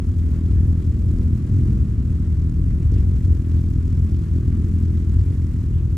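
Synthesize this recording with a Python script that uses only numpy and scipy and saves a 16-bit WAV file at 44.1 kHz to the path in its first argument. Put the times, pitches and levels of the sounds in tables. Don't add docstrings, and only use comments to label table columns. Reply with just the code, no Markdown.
import sys
import numpy as np
from scipy import signal
from scipy.fft import rfft, irfft
from scipy.io import wavfile
from scipy.ndimage import uniform_filter1d

SR = 44100
rng = np.random.default_rng(int(sys.argv[2]) if len(sys.argv) > 2 else 0)


def dump(signal):
    limited = np.clip(np.atleast_2d(signal).T, -1, 1)
    pcm = np.round(limited * 32767).astype(np.int16)
    wavfile.write(sys.argv[1], SR, pcm)


N = 263277
TIME = np.arange(N) / SR
BINS_HZ = np.fft.rfftfreq(N, 1 / SR)

# t/s, f/Hz
WINGBEAT_RATE = [(0.0, 41.85), (0.28, 40.43), (0.38, 41.15), (1.0, 41.32), (1.12, 41.81), (1.5, 41.7),
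                 (1.55, 46.21), (1.6, 42.59), (1.73, 41.59), (1.79, 40.42), (2.07, 39.72), (2.14, 40.62),
                 (2.57, 40.97), (2.62, 42.88), (2.7, 43.92), (2.78, 41.69), (2.88, 41.33), (2.91, 47.12),
                 (3.0, 47.16), (3.05, 44.95), (3.13, 43.89), (3.16, 42.25), (3.32, 43.17), (3.42, 41.06),
                 (3.7, 41.77), (4.25, 41.46), (4.4, 41.96), (4.54, 41.87), (4.58, 43.21), (4.8, 41.73),
                 (5.0, 42.39), (5.12, 41.64), (5.26, 42.96), (5.32, 45.92), (5.38, 42.18), (5.55, 41.42),
                 (5.97, 41.47)]
# t of leaving/s, t of return/s
RETREAT_TIMES = [(1.82, 2.75), (5.561, 6.2)]
# t/s, half length/s, level/dB
HARD_DOWNSTROKES = [(1.66, 0.03, 5.5), (2.82, .02, 2.5), (2.928, 0.013, 5), (2.972, 0.021, 3.5),
                    (3.125, 0.018, 2.5), (3.275, 0.027, 4.5), (4.36, 0.012, 6), (5.305, 0.03, 5),
                    (5.44, 0.022, 0.5)]
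# t/s, half length/s, level/dB
WING_LULLS = [(1.43, 0.013, -2.5), (2.885, 0.013, -9), (3.45, .02, -3.5), (3.82, 0.02, -2.5),
              (4.3, 0.017, -4), (5.385, .016, -2.5)]
# t/s, lift level/dB, thump level/dB
WING_FORCE = [(.05, -22.5, -35), (.66, -19, -33), (.98, -22, -34.5), (1.25, -20, -32.5), (1.6, -22, -32),
              (1.78, -28.5, -35), (2.38, -22, -38), (2.7, -24, -37.5), (2.87, -19.5, -37),
              (2.94, -20.5, -33.5), (3.2, -22, -36), (3.5, -21, -33.5), (3.8, -20, -32), (4.1, -21.5, -35),
              (4.6, -20.5, -32), (5.12, -21, -34), (5.65, -25.5, -39)]
# harmonic number, level/dB, change in retreat/dB
LIFT_HARMONICS = [(1, -27, 0), (2, -0.5, 0), (3, -10.5, 3), (4, -12.5, 5)]
# harmonic number, level/dB, change in retreat/dB
THUMP_HARMONICS = [(5, 1, -1.5), (6, 0.5, 2), (7, -4.5, -1), (8, -5.5, 3), (9, -11.5, 2.5), (10, -19, 3.5),
                   (11, -35, -6), (12, -36, -2)]
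# f/Hz, level/dB
WAKE_SPECTRUM = [(110, -13.5), (150, -1), (180, -0.5), (220, 2), (260, -3), (300, -8), (360, -14.5),
                 (420, -20.5), (500, -32), (800, -71.5)]
# t/s, level/dB
WAKE_ENVELOPE = [(.05, -34.5), (.6, -35.5), (1.1, -31), (1.45, -33), (1.72, -28.5), (2.38, -35), (2.7, -33),
                 (3.27, -37), (4.55, -31.5), (5.4, -36), (5.92, -37)]
# f/Hz, level/dB
BUFFET_SPECTRUM = [(70, -33), (100, -3.5), (113, 6.5), (135, -4.5), (150, -7), (400, -110)]
# t/s, level/dB
BUFFET_ENVELOPE = [(.25, -36), (1.03, -25), (1.35, -25), (1.5, -24), (1.63, -23.5), (2.0, -25),
                   (2.2, -31.5), (2.55, -31.5), (2.8, -24), (3.1, -28.5), (3.4, -30), (3.63, -29),
                   (4.0, -28.5), (4.9, -30.5), (5.55, -30), (5.87, -28)]
# f/Hz, level/dB
TIP_SPECTRUM = [(200, -16.5), (330, -5.5), (420, -3), (490, -8), (550, -12.5), (650, -17), (800, -23),
                (1500, -45)]
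# t/s, level/dB
TIP_ENVELOPE = [(.15, -53), (.3, -48.5), (.5, -48.5), (.88, -51), (1.1, -46.5), (1.45, -50), (1.7, -53),
                (1.98, -56.5), (2.8, -51.5), (3.25, -50), (3.7, -52.5), (4.6, -54.5), (5.3, -52.5),
                (5.9, -55)]
# phase/beats, half length/beats, level/dB, tilt/(dB per octave)
BEAT_SWISHES = [(0.58, 0.062, -3.5, 10.5), (0.79, 0.072, 0.2, -2), (0.97, 0.073, -1.5, 1.8),
                (0.1, 0.067, -8.5, 9), (0.25, 0.15, -3, -2.5)]
# f/Hz, level/dB
FEATHER_SPECTRUM = [(300, -14.5), (800, -3), (1300, 6), (2300, 2.5), (3800, 0), (5500, 0.5), (7500, 1),
                    (9200, -5), (11000, -11), (12300, -9.5), (14400, -15), (15700, -26.5)]
# f/Hz, coherence (0-1)
FEATHER_COHERENCE = [(500, 0.92), (2000, 0.95), (6000, 0.6), (12000, 0.16)]
# f/Hz, nominal width/Hz, level/dB
UPPER_RUMBLE_BANDS = [(62.4, 8.5, 1), (77.2, 12.8, -1.2), (96, 10, -3.6)]
# t/s, half length/s, level/dB
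UPPER_RUMBLE_SWELLS = [(.56, 0.095, 6), (.76, .025, -12), (1.42, 0.021, -5), (1.8, 0.12, 4),
                       (2.07, 0.017, -5.5), (2.37, 0.066, 1), (2.88, 0.026, 2.5), (3.02, 0.1, 5.5),
                       (3.29, 0.041, 7), (3.45, .03, -9.5), (3.58, 0.034, 4.5), (3.84, 0.012, -5.5),
                       (4.87, 0.036, -4.5), (5.18, .06, 6)]
# f/Hz, nominal width/Hz, level/dB
DEEP_RUMBLE_BANDS = [(24, 7, -17), (38.8, 6.5, -7), (46.8, 6.8, -3)]
# t/s, half length/s, level/dB
DEEP_RUMBLE_SWELLS = [(.42, .08, 3.5), (.67, .05, 5.5), (1.15, .06, 8), (1.62, 0.067, 3), (2.6, 0.09, 6.5),
                      (2.9, 0.16, 7), (3.8, 0.22, 3), (5.12, .04, 5.5), (5.78, 0.066, 5)]
# f/Hz, level/dB
YARD_SPECTRUM = [(15, -16), (300, 3.5), (600, 5), (800, -2.5), (940, 0.5), (1050, 3.5), (1400, 1.5),
                 (2200, -5), (3800, -11.5), (7500, -19.5), (9200, -15), (11000, -28), (12500, -24.5),
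                 (15700, -47)]
# f/Hz, coherence (0-1)
YARD_COHERENCE = [(100, 1), (500, .7), (1000, 0.6), (2000, 0.6), (4000, 0.2), (8000, 0.3), (14000, .1)]
# t/s, level/dB
YARD_ENVELOPE = [(.22, -58.5), (.34, -53.5), (.58, -54.5), (.87, -57), (1.38, -55), (2.0, -56), (2.55, -57),
                 (3.45, -56), (3.95, -56.5), (5.9, -56.5)]
# t/s, level/dB, decay time/s, centre f/Hz, half width/octaves
FLICKS_AND_CHIRPS = [(.225, -57, .014, 1700, 0.55), (.51, -62, 0.015, 3300, 0.62),
                     (.56, -59, 0.057, 1650, .25), (0.82, -57, 0.0053, 3300, 0.54),
                     (1.59, -54, .014, 1700, 0.6), (1.70, -60.5, .033, 3500, 0.98),
                     (2.703, -54, 0.018, 1800, .35), (2.821, -56, 0.0061, 2300, 0.26),
                     (2.916, -54, .008, 3000, 1.4), (2.937, -52, 0.01, 4000, 1),
                     (2.959, -51, .006, 2200, .6), (2.973, -52.5, .015, 2400, .6),
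                     (3.205, -54, 0.0069, 2000, 0.32), (3.245, -50, 0.0071, 1800, .45),
                     (3.246, -51, 0.0057, 4830, 0.65), (3.444, -55, .008, 2700, 0.67),
                     (3.565, -62.5, 0.06, 3360, 0.63), (4.14, -60, 0.042, 3700, 0.42),
                     (4.424, -52, .015, 1400, .5), (4.518, -54.5, .012, 2050, 0.5),
                     (4.845, -60, 0.015, 4800, .45), (5.19, -57, 0.016, 4400, 0.55),
                     (5.302, -58, .01, 3300, .7), (5.33, -58, .022, 4500, 1.2)]
# f/Hz, coherence (0-1)
TRANSIENT_COHERENCE = [(1000, 0.9), (4000, 0.7), (10000, .4)]
# t/s, length/s, start f/Hz, end f/Hz, level/dB
SONGBIRD_CALLS = [(3.12, 0.049, 3370, 3300, -71), (5.72, 0.054, 2980, 3090, -61),
                  (5.77, .045, 3200, 2400, -60)]
# f/Hz, left level over right/dB, left phase lead/rad
PORT_MISMATCH = [(25, 3.2, -.33), (45, 1.8, -.35), (80, 1.1, -.28), (115, .2, -.24), (170, -1.2, -.18),
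                 (350, -1, -.06), (750, -.2, .25), (1400, -.8, .44), (2800, -1.5, .55), (7000, 1.1, .9),
                 (9000, .4, .5), (14000, -3.5, -2)]


def amp(db):
    return 10 ** (np.asarray(db) / 20)


def unit(x):
    return x / np.sqrt(np.mean(x ** 2) + 1e-20)


def curve(rows, column=1):
    rows = np.asarray(rows)
    return np.interp(TIME, rows[:, 0], rows[:, column])


def across(points):
    hz, value = np.transpose(points)
    return np.interp(np.log(BINS_HZ + 1), np.log(hz + 1), value)


def swells(rows):
    return sum(height * np.exp(-.5 * ((TIME - s) / length) ** 2) for s, length, height in rows)


def white():
    return rng.standard_normal(len(BINS_HZ)) + 1j * rng.standard_normal(len(BINS_HZ))


def wander(rate_hz):
    return unit(irfft(white() * np.exp(-(BINS_HZ / rate_hz) ** 2), N))


def stereo_noise(gain, coherence):
    shared, left = np.clip(across(coherence), 0, 1), white()
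    right = shared * left + np.sqrt(1 - shared ** 2) * white()
    return unit(irfft(gain * np.array([left, right]), N))


def steadied(x, span_s):
    span = int(span_s * SR)
    power = uniform_filter1d(uniform_filter1d(x ** 2, span), span)
    return x / np.sqrt(power + 1e-12)


def retreat(ease_s=0.1):
    return sum(.5 * (np.tanh((TIME - leaves) / ease_s) - np.tanh((TIME - returns) / ease_s))
               for leaves, returns in RETREAT_TIMES)


def effort(dart_db, away_db, hover_hz=42):
    excess_hz = np.maximum(curve(WINGBEAT_RATE) - hover_hz, 0)
    return amp(dart_db * excess_hz + away_db * retreat())


def harmonics(beats, table, waver):
    away = retreat()
    return unit(sum(amp(db + away_db * away) * (1 + waver * wander(4.1)) * np.cos(2 * np.pi * k * beats)
                    for k, db, away_db in table))


def wing_hum(beats, lift_db=-0.1, thump_db=-0.53, uneven=0.052, jitter_beats=0.0056):
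    strokes = beats + jitter_beats * wander(14)
    hard_db = swells(HARD_DOWNSTROKES)
    lift = amp(curve(WING_FORCE) + lift_db + .5 * hard_db)
    lift *= harmonics(strokes, LIFT_HARMONICS, waver=0.058)
    thump = amp(curve(WING_FORCE, column=2) + thump_db + hard_db)
    thump *= harmonics(strokes, THUMP_HARMONICS, waver=0.15)
    return (1 + uneven * wander(4.3)) * (lift + thump)


def wake(beats, level_db=1.4, throb=0.018):
    eddies = stereo_noise(amp(across(WAKE_SPECTRUM)), coherence=[(150, 1.0), (350, 0.9), (600, 0.85)])
    shed = unit(steadied(eddies, span_s=0.088) * (1 + throb * np.cos(2 * np.pi * beats)))
    return shed * amp(curve(WAKE_ENVELOPE) + level_db)


def buffet(level_db=0.97):
    eddies = irfft(amp(across(BUFFET_SPECTRUM)) * white(), N)
    return steadied(eddies, span_s=0.08) * amp(curve(BUFFET_ENVELOPE) + level_db)


def tip_rush(beats, level_db=-0.67, throb=0.17, gust_db=1.35):
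    eddies = stereo_noise(amp(across(TIP_SPECTRUM)), coherence=[(300, 0.92), (800, 0.6)])
    gain = amp(curve(TIP_ENVELOPE) + level_db + 0.88 * swells(HARD_DOWNSTROKES) + gust_db * wander(8.4))
    gain *= effort(dart_db=0.1, away_db=1.7)
    return unit(eddies * (1 + throb * np.cos(2 * np.pi * beats))) * gain


def feathers(beats, level_db=-58.5, uneven_db=1.46, grain_db=2.1, rise_db_per_s=0.12, drift_db=0.48):
    octaves = np.log2(np.clip(BINS_HZ, 1000, 13000) / 5000)
    out = np.zeros((2, N))
    for phase, width, db, tilt_db in BEAT_SWISHES:
        offset = (beats - phase + .5) % 1 - .5
        burst = np.exp(-.5 * (offset / width) ** 2) * amp(db + uneven_db * wander(39))
        out += burst * stereo_noise(amp(across(FEATHER_SPECTRUM) + tilt_db * octaves), FEATHER_COHERENCE)
    rasp = amp(grain_db * np.array([wander(900), wander(900)]))
    gain = amp(level_db + rise_db_per_s * TIME + drift_db * wander(9.2))
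    return unit(out * rasp) * gain * effort(dart_db=0.07, away_db=-2.5)


def low_noise(bands, level_db, side_db=-28):
    gain = sum(amp(db) / (1 + (2 * (BINS_HZ - hz) / width) ** 2) ** 1.36 for hz, width, db in bands)
    middle = steadied(irfft(gain * white(), N), span_s=0.12)
    side = unit(irfft(gain * white(), N)) * amp(side_db) * np.array([[1], [-1]])
    return (middle + side) * amp(level_db)


def air_rumble(upper_db=-22.0, deep_db=-30):
    upper = low_noise(UPPER_RUMBLE_BANDS, upper_db + swells(UPPER_RUMBLE_SWELLS))
    deep = low_noise(DEEP_RUMBLE_BANDS, deep_db + swells(DEEP_RUMBLE_SWELLS))
    return upper + deep


def yard(level_db=-0.5, flutter_db=1.1):
    hiss = stereo_noise(amp(across(YARD_SPECTRUM)), YARD_COHERENCE)
    return hiss * amp(curve(YARD_ENVELOPE) + level_db + flutter_db * wander(12))


def flicks_and_chirps(rise_s=.0012):
    out = np.zeros((2, N))
    for s, db, decay_s, hz, width in FLICKS_AND_CHIRPS:
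        band = 1 / (1 + (np.log2((BINS_HZ + 1) / hz) / width) ** 4)
        age = np.maximum(TIME - s, 0)
        envelope = np.minimum(age / rise_s, 1) * np.exp(-age / decay_s)
        out += stereo_noise(band, TRANSIENT_COHERENCE) * amp(db) * envelope
    return out


def songbird(waver=0.083, echo_db=-2.0, echo_t60_s=.3):
    calls = np.zeros(N)
    for s, length, start_hz, end_hz, db in SONGBIRD_CALLS:
        progress = np.clip((TIME - s) / length, 0, 1)
        hz = (start_hz + (end_hz - start_hz) * progress) * (1 + waver * wander(270))
        calls += amp(db) * np.sin(np.pi * progress) * np.sin(2 * np.pi * np.cumsum(hz) / SR)
    tail = rng.standard_normal((2, SR)) * amp(-60 * TIME[:SR] / echo_t60_s)
    echo = signal.fftconvolve(calls[None], tail / np.linalg.norm(tail[0]), axes=1)[:, :N]
    return calls + amp(echo_db) * echo


def scene(feather_lull=.3):
    beats = np.cumsum(curve(WINGBEAT_RATE)) / SR
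    lull_db = swells(WING_LULLS)
    air = (wing_hum(beats) + wake(beats) + buffet() + tip_rush(beats)) * amp(lull_db)
    plumage = feathers(beats) * amp(feather_lull * lull_db)
    return air + plumage + flicks_and_chirps() + air_rumble() + yard() + songbird()


def record(dry, low_cut_hz=20, high_cut_hz=15700):
    ports = np.asarray(PORT_MISMATCH)
    difference_db, lead_rad = across(ports[:, :2]), across(ports[:, ::2])
    left = amp(difference_db / 2) * np.exp(.5j * lead_rad)
    heard = irfft(rfft(dry) * np.array([left, 1 / left]), N)
    thinned = signal.sosfilt(signal.butter(4, low_cut_hz, "highpass", fs=SR, output="sos"), heard)
    lowpass = signal.firwin(511, high_cut_hz, window=("kaiser", 9), fs=SR)
    return signal.oaconvolve(thinned, lowpass[None], "same")


dry = scene()
out = record(dry)
dump(out)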